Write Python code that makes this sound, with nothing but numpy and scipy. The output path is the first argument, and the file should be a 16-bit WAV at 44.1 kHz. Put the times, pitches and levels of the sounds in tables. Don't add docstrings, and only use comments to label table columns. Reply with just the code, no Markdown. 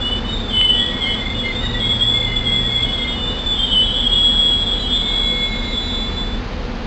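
import sys
import numpy as np
from scipy import signal
from scipy.fft import rfft, irfft, next_fast_len
from scipy.io import wavfile
from scipy.ndimage import uniform_filter1d, map_coordinates

SR = 44100
rng = np.random.default_rng(int(sys.argv[2]) if len(sys.argv) > 2 else 0)


def unload_wav(signal):
    wavfile.write(
        sys.argv[1],
        SR,
        np.round(np.clip(np.atleast_2d(signal).T, -1, 1) * 32767).astype(np.int16),
    )


N = 302526

# t/s, bass gain/dB, roar level/dB before a common lift
EQUIPMENT_LEVELS = [(0.0, -30.5, -35.5), (3.08, -27.5, -36), (6.86, -26, -36)]


def from_db(db):
    return 10 ** (np.asarray(db) / 20)


def rms_one(x):
    return x / np.sqrt(np.mean(np.abs(x) ** 2) + 1e-20)


def in_time(rows, s=None):
    at, *columns = np.transpose(rows)
    if s is None:
        s = np.arange(N) / SR
    return [np.interp(s, at, column) for column in columns]


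def drift(rate_hz, count=N):
    run_in = 8000
    r = np.exp(-2 * np.pi * rate_hz / SR)
    noise = rng.standard_normal(count + run_in)
    slow = signal.lfilter([1], [1, -2 * r, r * r], noise)[run_in:]
    return slow * np.sqrt((1 - r * r) ** 3 / (1 + r * r))


def narrow_noise(hz, width_hz):
    r = np.exp(-np.pi * width_hz / SR)
    poles = [1, -2 * r * np.cos(2 * np.pi * hz / SR), r * r]
    ringing = signal.lfilter([1, 0, -1], poles, rng.standard_normal(N + SR))
    return rms_one(ringing[SR:])


def roar():
    # f/Hz, relative spectral level/dB
    spectrum = [(36, -29.5), (62, -2), (144, -14), (222, -5.5), (300, -16), (362, -14.5), (489, -14),
                (612, -19.5), (767, -18), (2800, -27), (3510, -27.5), (4390, -28.5), (5500, -32),
                (7150, -67.5), (12100, -120)]
    lift_db, flicker_db, flicker_hz = 8.5, 0.34, 6.3
    _, roar_db = in_time(EQUIPMENT_LEVELS)
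    size = next_fast_len(N)
    hz = np.maximum(np.arange(size // 2 + 1) * SR / size, 1)
    corner_hz, corner_db = np.transpose(spectrum)
    colour = from_db(np.interp(np.log(hz), np.log(corner_hz), corner_db))
    noise = rms_one(irfft(rfft(rng.standard_normal(size)) * colour, size)[:N])
    return from_db(roar_db + lift_db + flicker_db * drift(flicker_hz)) * noise


def duct_resonances():
    # f/Hz, bandwidth/Hz, rms level/dB
    modes = [(35, 24, -35), (85, 13, -38), (210, 32, -39), (239.1, 12, -35.5), (497, 6.4, -42.5),
             (1043, 13, -62.5)]
    return sum(from_db(db) * narrow_noise(hz, width_hz) for hz, width_hz, db in modes)


def bass_hum():
    # f/Hz, noise bandwidth/Hz, gain/dB relative to the bass
    partials = [(37, 0.79, 2), (29, 2.4, -6), (53.4, 2.1, -8)]
    bass_db, _ = in_time(EQUIPMENT_LEVELS)
    t = np.arange(N) / SR
    hum = 0
    for hz, width_hz, db in partials:
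        hum = hum + from_db(db) * (np.sin(2 * np.pi * hz * t) + 0.37 * narrow_noise(hz, width_hz))
    return from_db(bass_db) * hum


def motor_whir():
    # t/s, f/Hz, rms level/dB of the lower tone
    run_up = [(0, 101.2, -36), (1, 105.1, -39), (1.7, 112.9, -30.5), (2.3, 114.7, -29), (2.8, 118.2, -29.5),
              (3.15, 121.7, -48.5), (3.6, 122.4, -51)]
    whir_hz, whir_db = in_time(run_up)
    turn = 2 * np.pi * np.cumsum(whir_hz) / SR
    tones = np.sin(turn) + from_db(-11.5) * np.sin(3 / 2 * turn)
    return np.sqrt(2) * from_db(whir_db) * tones


def drone():
    return roar() + duct_resonances() + bass_hum() + motor_whir()


def station(x):
    t60_s, level_db, delay_s = .3, -12, .012
    t = np.arange(int(.4 * SR)) / SR
    tail = rng.standard_normal(len(t)) * from_db(-60 * t / t60_s) * (t > delay_s)
    tail = tail / np.sqrt(np.sum(tail ** 2))
    return x + from_db(level_db) * signal.fftconvolve(x, tail)[:N]


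def swell(start, length, first_hz, last_hz, db):
    rise_share, fall_share, edge_db = .2, .35, -12
    share = np.array([0, rise_share, 1 - fall_share, 1])
    pitch = [(start, first_hz), (start + length, last_hz)]
    level = np.transpose([start + length * share, db + edge_db * np.array([1, 0, 0, 1])])
    return pitch, level


def squeal(pitch, level, waver_db):
    # t/s, roughness (0-1)
    grip = [(0, .75), (1.7, .8), (2.3, .6), (3.2, .55), (3.6, .7), (4.05, .7), (4.2, .3), (4.6, .3),
            (4.8, .55), (5.0, .45), (5.12, .18), (5.45, .2), (5.65, .3), (5.9, .25), (6.9, .15)]
    # f/Hz, share of roughness, wander/Hz at full roughness
    wheel_modes = [(1925, .6, 6), (2120, .95, 14), (2980, .4, 6), (3320, .85, 13), (3520, .95, 18),
                   (3850, .9, 14)]
    fade_s, flutter_hz, wander_rate_hz, skirt_rate_hz = 0.014, 12, 20, 36
    skirt_db = 1
    octave_db, octave_below_hz = -17, 2300

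    at, level_db = np.transpose(level)
    start, end = max(round(at[0] * SR), 0), min(round(at[-1] * SR), N)
    count = end - start
    s = np.arange(start, end) / SR
    hz, = in_time(pitch, s)
    _, rough_scale, wander_hz = min(wheel_modes, key=lambda mode: abs(mode[0] - hz.mean()))
    rough = np.clip(rough_scale * in_time(grip, s)[0], 0, .98)

    fade = np.clip(np.minimum(s - at[0], at[-1] - s) / fade_s, 0, 1)
    size = np.interp(s, at, from_db(level_db / 2)) ** 2 * fade
    size = size * from_db(skirt_db * rough + waver_db * drift(flutter_hz, count))

    shaken_hz = hz + wander_hz * rough * drift(wander_rate_hz, count)
    phase = 2 * np.pi * np.cumsum(shaken_hz) / SR
    skirt = (drift(skirt_rate_hz, count) + 1j * drift(skirt_rate_hz, count)) / np.sqrt(2)
    tone = (np.sqrt(1 - rough ** 2) + rough * skirt) * np.exp(1j * phase)
    octave = from_db(octave_db) * (hz < octave_below_hz) * tone ** 2 / np.abs(tone)

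    out = np.zeros(N)
    out[start:end] = np.sqrt(2) * size * (tone + octave).real
    return out


def brakes():
    # t/s, f/Hz
    long_pitch = [
        [(0.5, 3003.0), (0.7, 3005.0), (0.85, 3017.0), (1.0, 3018.0), (1.25, 3032.0)],
        [(2.82, 2980.0), (3.0, 2978.0), (3.12, 2949.0), (3.33, 2937.0), (3.45, 2979.0), (3.62, 2952.0),
         (3.7, 3003.0), (3.85, 3019.0), (4.03, 2991.0), (4.15, 2920.0), (4.21, 2975.0), (4.6, 2961.0)],
        [(0.73, 3348.0), (1.0, 3335.0), (1.01, 3318.0), (1.05, 3203.0), (1.09, 3324.0), (1.2, 3321.0),
         (1.25, 3438.0), (1.4, 3396.0), (1.48, 3310.0), (1.6, 3330.0)],
        [(1.78, 3394.0), (1.82, 3305.0), (1.88, 3352.0), (1.98, 3361.0), (2.015, 3281.0), (2.07, 3377.0),
         (2.25, 3427.0), (2.42, 3438.0), (2.475, 3306.0), (2.56, 3374.0), (2.68, 3401.0), (2.82, 3360.0),
         (2.92, 3386.0), (3.0, 3335.0), (3.11, 3293.0), (3.24, 3338.0)],
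        [(3.52, 3440.0), (3.59, 3198.0), (3.64, 3180.0), (3.73, 3239.0), (3.8, 3258.0), (3.84, 3353.0),
         (3.92, 3223.0), (3.98, 3349.0), (4.08, 3264.0), (4.15, 3339.0), (4.42, 3325.0), (4.75, 3331.0),
         (4.86, 3268.0), (4.93, 3322.0), (5.2, 3322.0), (5.65, 3322.0)],
        [(5.0, 3333.0), (5.17, 3376.0), (5.48, 3427.0), (5.75, 3443.0), (6.1, 3455.0), (6.41, 3495.0)],
        [(0.0, 3446.0), (0.1, 3484.0), (0.2, 3507.0), (0.3, 3582.0), (0.38, 3589.0), (0.58, 3436.0),
         (0.8, 3438.0), (1.05, 3428.0), (1.22, 3483.0), (1.4, 3559.0), (1.59, 3588.0), (1.75, 3514.0),
         (2.0, 3490.0), (2.13, 3450.0), (2.3, 3481.0)],
        [(2.45, 3462.0), (2.6, 3498.0), (2.8, 3533.0), (2.88, 3592.0), (3.15, 3589.0), (3.26, 3541.0),
         (3.42, 3533.0), (3.52, 3472.0), (3.65, 3547.0), (3.82, 3534.0), (3.92, 3461.0), (4.04, 3457.0),
         (4.13, 3533.0), (4.3, 3483.0), (4.48, 3480.0), (4.56, 3448.0), (4.66, 3517.0), (4.8, 3531.0),
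         (4.96, 3515.0), (5.12, 3562.0), (5.33, 3571.0)],
        [(4.1, 3931.0), (4.3, 3938.0), (4.75, 3946.0), (4.95, 3963.0), (5.2, 3944.0), (5.55, 3941.0),
         (5.8, 3957.0), (6.33, 3989.0)],
        [(4.95, 2175.0), (5.5, 2168.0), (6.3, 2175.0)],
        [(2.08, 2131.0), (2.2, 2127.0), (2.3, 2078.0), (2.6, 2092.0), (2.78, 2096.0), (2.87, 2171.0),
         (2.97, 2106.0), (3.2, 2109.0)],
        [(0.9, 2183.0), (1.05, 2114.0), (1.13, 2150.0), (1.22, 2089.0), (1.32, 2121.0), (1.45, 2087.0),
         (1.62, 2100.0)],
    ]
    # t/s, level/dB
    long_level = [
        [(0.5, -59), (0.57, -14), (0.65, -13), (0.67, -22), (0.7, -12.5), (0.72, -20.5), (0.97, -43.5),
         (1.13, -25.0), (1.25, -48)],
        [(2.82, -49), (2.91, -30.5), (2.94, -43), (3.21, -31.5), (3.24, -43), (3.3, -32.5), (3.48, -42),
         (3.67, -33), (3.76, -13.5), (3.8, -14), (3.85, -23.5), (3.9, -25), (4.03, -34.0), (4.47, -39),
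         (4.52, -34.5), (4.6, -48)],
        [(0.73, -34), (0.78, -20), (1.0, -38), (1.05, -16.5), (1.07, -31.0), (1.14, -23), (1.23, -37.5),
         (1.26, -23.5), (1.3, -36), (1.37, -36), (1.4, -28), (1.6, -39)],
        [(1.78, -36), (1.83, -18), (1.96, -26), (1.98, -32.0), (2.02, -13.5), (2.04, -23.5), (2.12, -19.5),
         (2.35, -28), (2.37, -16), (2.43, -24), (2.48, -17.5), (2.68, -21.0), (2.7, -26.5), (2.84, -16.5),
         (2.86, -25), (3.02, -22.5), (3.24, -56)],
        [(3.52, -30), (3.56, -24.5), (3.63, -16), (3.7, -29.5), (3.73, -18), (3.78, -40.5), (3.85, -23),
         (3.91, -22.5), (4.19, -14.5), (4.27, -15), (4.32, -19.5), (4.4, -14), (4.63, -17.5), (4.65, -26.5),
         (4.7, -22), (4.74, -22.5), (4.99, -21.5), (5.04, -36), (5.15, -24.5), (5.34, -29.5), (5.44, -48),
         (5.65, -50.0)],
        [(5.0, -26), (5.05, -34.5), (5.15, -20.5), (5.45, -19.5), (5.51, -33.5), (5.53, -25.5), (5.71, -32),
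         (5.78, -20.5), (5.84, -34.5), (5.95, -24.5), (6.08, -27.0), (6.14, -40), (6.18, -24.5), (6.34, -35),
         (6.41, -47)],
        [(0.0, -24.5), (0.06, -30.5), (0.17, -31), (0.23, -40), (0.36, -31.5), (0.43, -32.5), (0.61, -28),
         (0.74, -33), (0.77, -26.5), (1.11, -32.5), (1.32, -29.5), (1.44, -42), (1.56, -29.5), (1.71, -37),
         (1.75, -31.5), (2.0, -35), (2.02, -24), (2.3, -25)],
        [(2.45, -22.5), (2.52, -40), (2.56, -26), (2.58, -34.5), (3.16, -33), (3.26, -21), (3.33, -38),
         (3.53, -19), (3.56, -25.5), (3.9, -31), (4.01, -22), (4.09, -38), (4.14, -25), (4.49, -30),
         (4.52, -38.5), (4.67, -26.5), (4.87, -41), (4.95, -20.5), (5.01, -26.5), (5.09, -22.5), (5.14, -29.5),
         (5.33, -48)],
        [(4.1, -50.0), (4.67, -41), (4.71, -47.5), (4.84, -31), (4.88, -49.5), (4.97, -34), (5.21, -39),
         (5.28, -33), (5.31, -40), (5.59, -33), (5.63, -48), (5.69, -31.5), (5.78, -46), (5.83, -31),
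         (6.04, -31), (6.1, -45), (6.12, -37.5), (6.33, -54)],
        [(4.95, -47.5), (5.14, -34), (5.19, -39), (5.44, -29), (5.47, -33.5), (5.52, -30.5), (5.62, -42),
         (6.3, -45)],
        [(2.08, -49), (2.23, -27.5), (2.25, -38), (2.3, -25.5), (2.37, -41.5), (2.5, -27), (2.64, -46.5),
         (2.74, -52), (2.78, -30.5), (2.94, -39), (3.07, -29.5), (3.11, -41), (3.2, -42)],
        [(0.9, -54), (1.07, -27), (1.16, -39.5), (1.28, -30), (1.37, -54), (1.42, -53), (1.45, -24.5),
         (1.49, -30), (1.51, -21), (1.53, -31), (1.62, -50.0)],
    ]
    # start t/s, length/s, first f/Hz, last f/Hz, nominal level/dB of the hold
    short_squeals = [(0, 0.12, 2900, 2945, -23), (0.1, 0.11, 2965, 2978, -22),
                     (0.23, 0.13, 2985, 2975, -33), (0.26, 0.2, 3735, 3705, -31),
                     (0.48, 0.62, 3525, 3480, -35), (0.49, 0.13, 3185, 3205, -33),
                     (0.51, 0.19, 2130, 2095, -33), (0.66, 0.12, 2930, 2945, -28),
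                     (0.69, 0.32, 1925, 1912, -35), (1.02, 0.25, 1920, 1920, -45),
                     (1.33, 0.2, 2915, 2945, -36), (1.58, 0.2, 2915, 2905, -37),
                     (1.6, 0.17, 3730, 3770, -27), (1.6, 0.24, 1932, 1942, -33),
                     (1.7, 0.12, 2850, 2870, -43), (1.78, 0.13, 3780, 3790, -39),
                     (1.79, 0.2, 2175, 2105, -37), (1.8, 0.5, 3570, 3520, -36),
                     (1.84, 0.33, 1920, 1935, -41), (2.23, 0.25, 2940, 2922, -39),
                     (2.25, 0.35, 2035, 2035, -42), (2.5, 0.55, 3310, 3330, -34),
                     (2.57, 0.14, 1900, 1910, -39), (2.66, 0.24, 2175, 2165, -37),
                     (3.28, 0.12, 3820, 3810, -37), (3.35, 0.13, 3300, 3325, -41),
                     (3.56, 0.3, 3490, 3470, -38), (3.6, 0.17, 3680, 3730, -35),
                     (3.8, 0.26, 3835, 3890, -40), (3.86, 0.25, 3180, 3240, -31),
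                     (4.1, 0.2, 3935, 3945, -45), (4.67, 0.46, 2975, 3010, -38),
                     (4.68, 0.12, 3380, 3395, -35), (4.95, 0.14, 3380, 3400, -33),
                     (5.25, 0.27, 3690, 3610, -44), (5.5, 0.6, 3680, 3735, -39),
                     (5.51, 0.27, 2138, 2128, -35), (5.8, 0.6, 1040, 1042, -47)]
    long_waver_db, short_waver_db = 1.2, 2.5
    long = sum(squeal(pitch, level, long_waver_db) for pitch, level in zip(long_pitch, long_level))
    short = sum(squeal(*swell(*row), short_waver_db) for row in short_squeals)
    return long + short


def scene():
    presence_db = 0.62
    return (from_db(presence_db) * station(brakes()) + drone())[None]


def record(dry):
    # t/s, step back/recorder samples
    clock_skips = [(.6134, 1.3), (1.1453, .6)]
    step = 4
    slip_every_s, slips_at_s = .21335, (.0578, .1437)
    slip_samples = .15

    low_pass = signal.butter(10, 5400, fs=SR, output="sos")
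    padded = np.pad(dry[0], (0, 64), "reflect", reflect_type="odd")
    coarse = signal.sosfilt(low_pass, padded)[::step]

    t = np.arange(N) / SR
    creep = sum((t - at) / slip_every_s % 1 for at in slips_at_s)
    skips = sum(samples * (t > s) for s, samples in clock_skips)
    shift = uniform_filter1d(slip_samples * creep, size=5) - uniform_filter1d(skips, size=12)
    smooth = map_coordinates(coarse, [np.arange(N) / step + shift], order=3, mode="mirror")

    smooth = signal.sosfilt(signal.butter(6, 11600, fs=SR, output="sos"), smooth)
    steep = signal.ellip(10, .1, 70, 15000, fs=SR, output="sos")
    return signal.sosfilt(steep, smooth + .0027)[None]


dry = scene()
out = record(dry)
unload_wav(out)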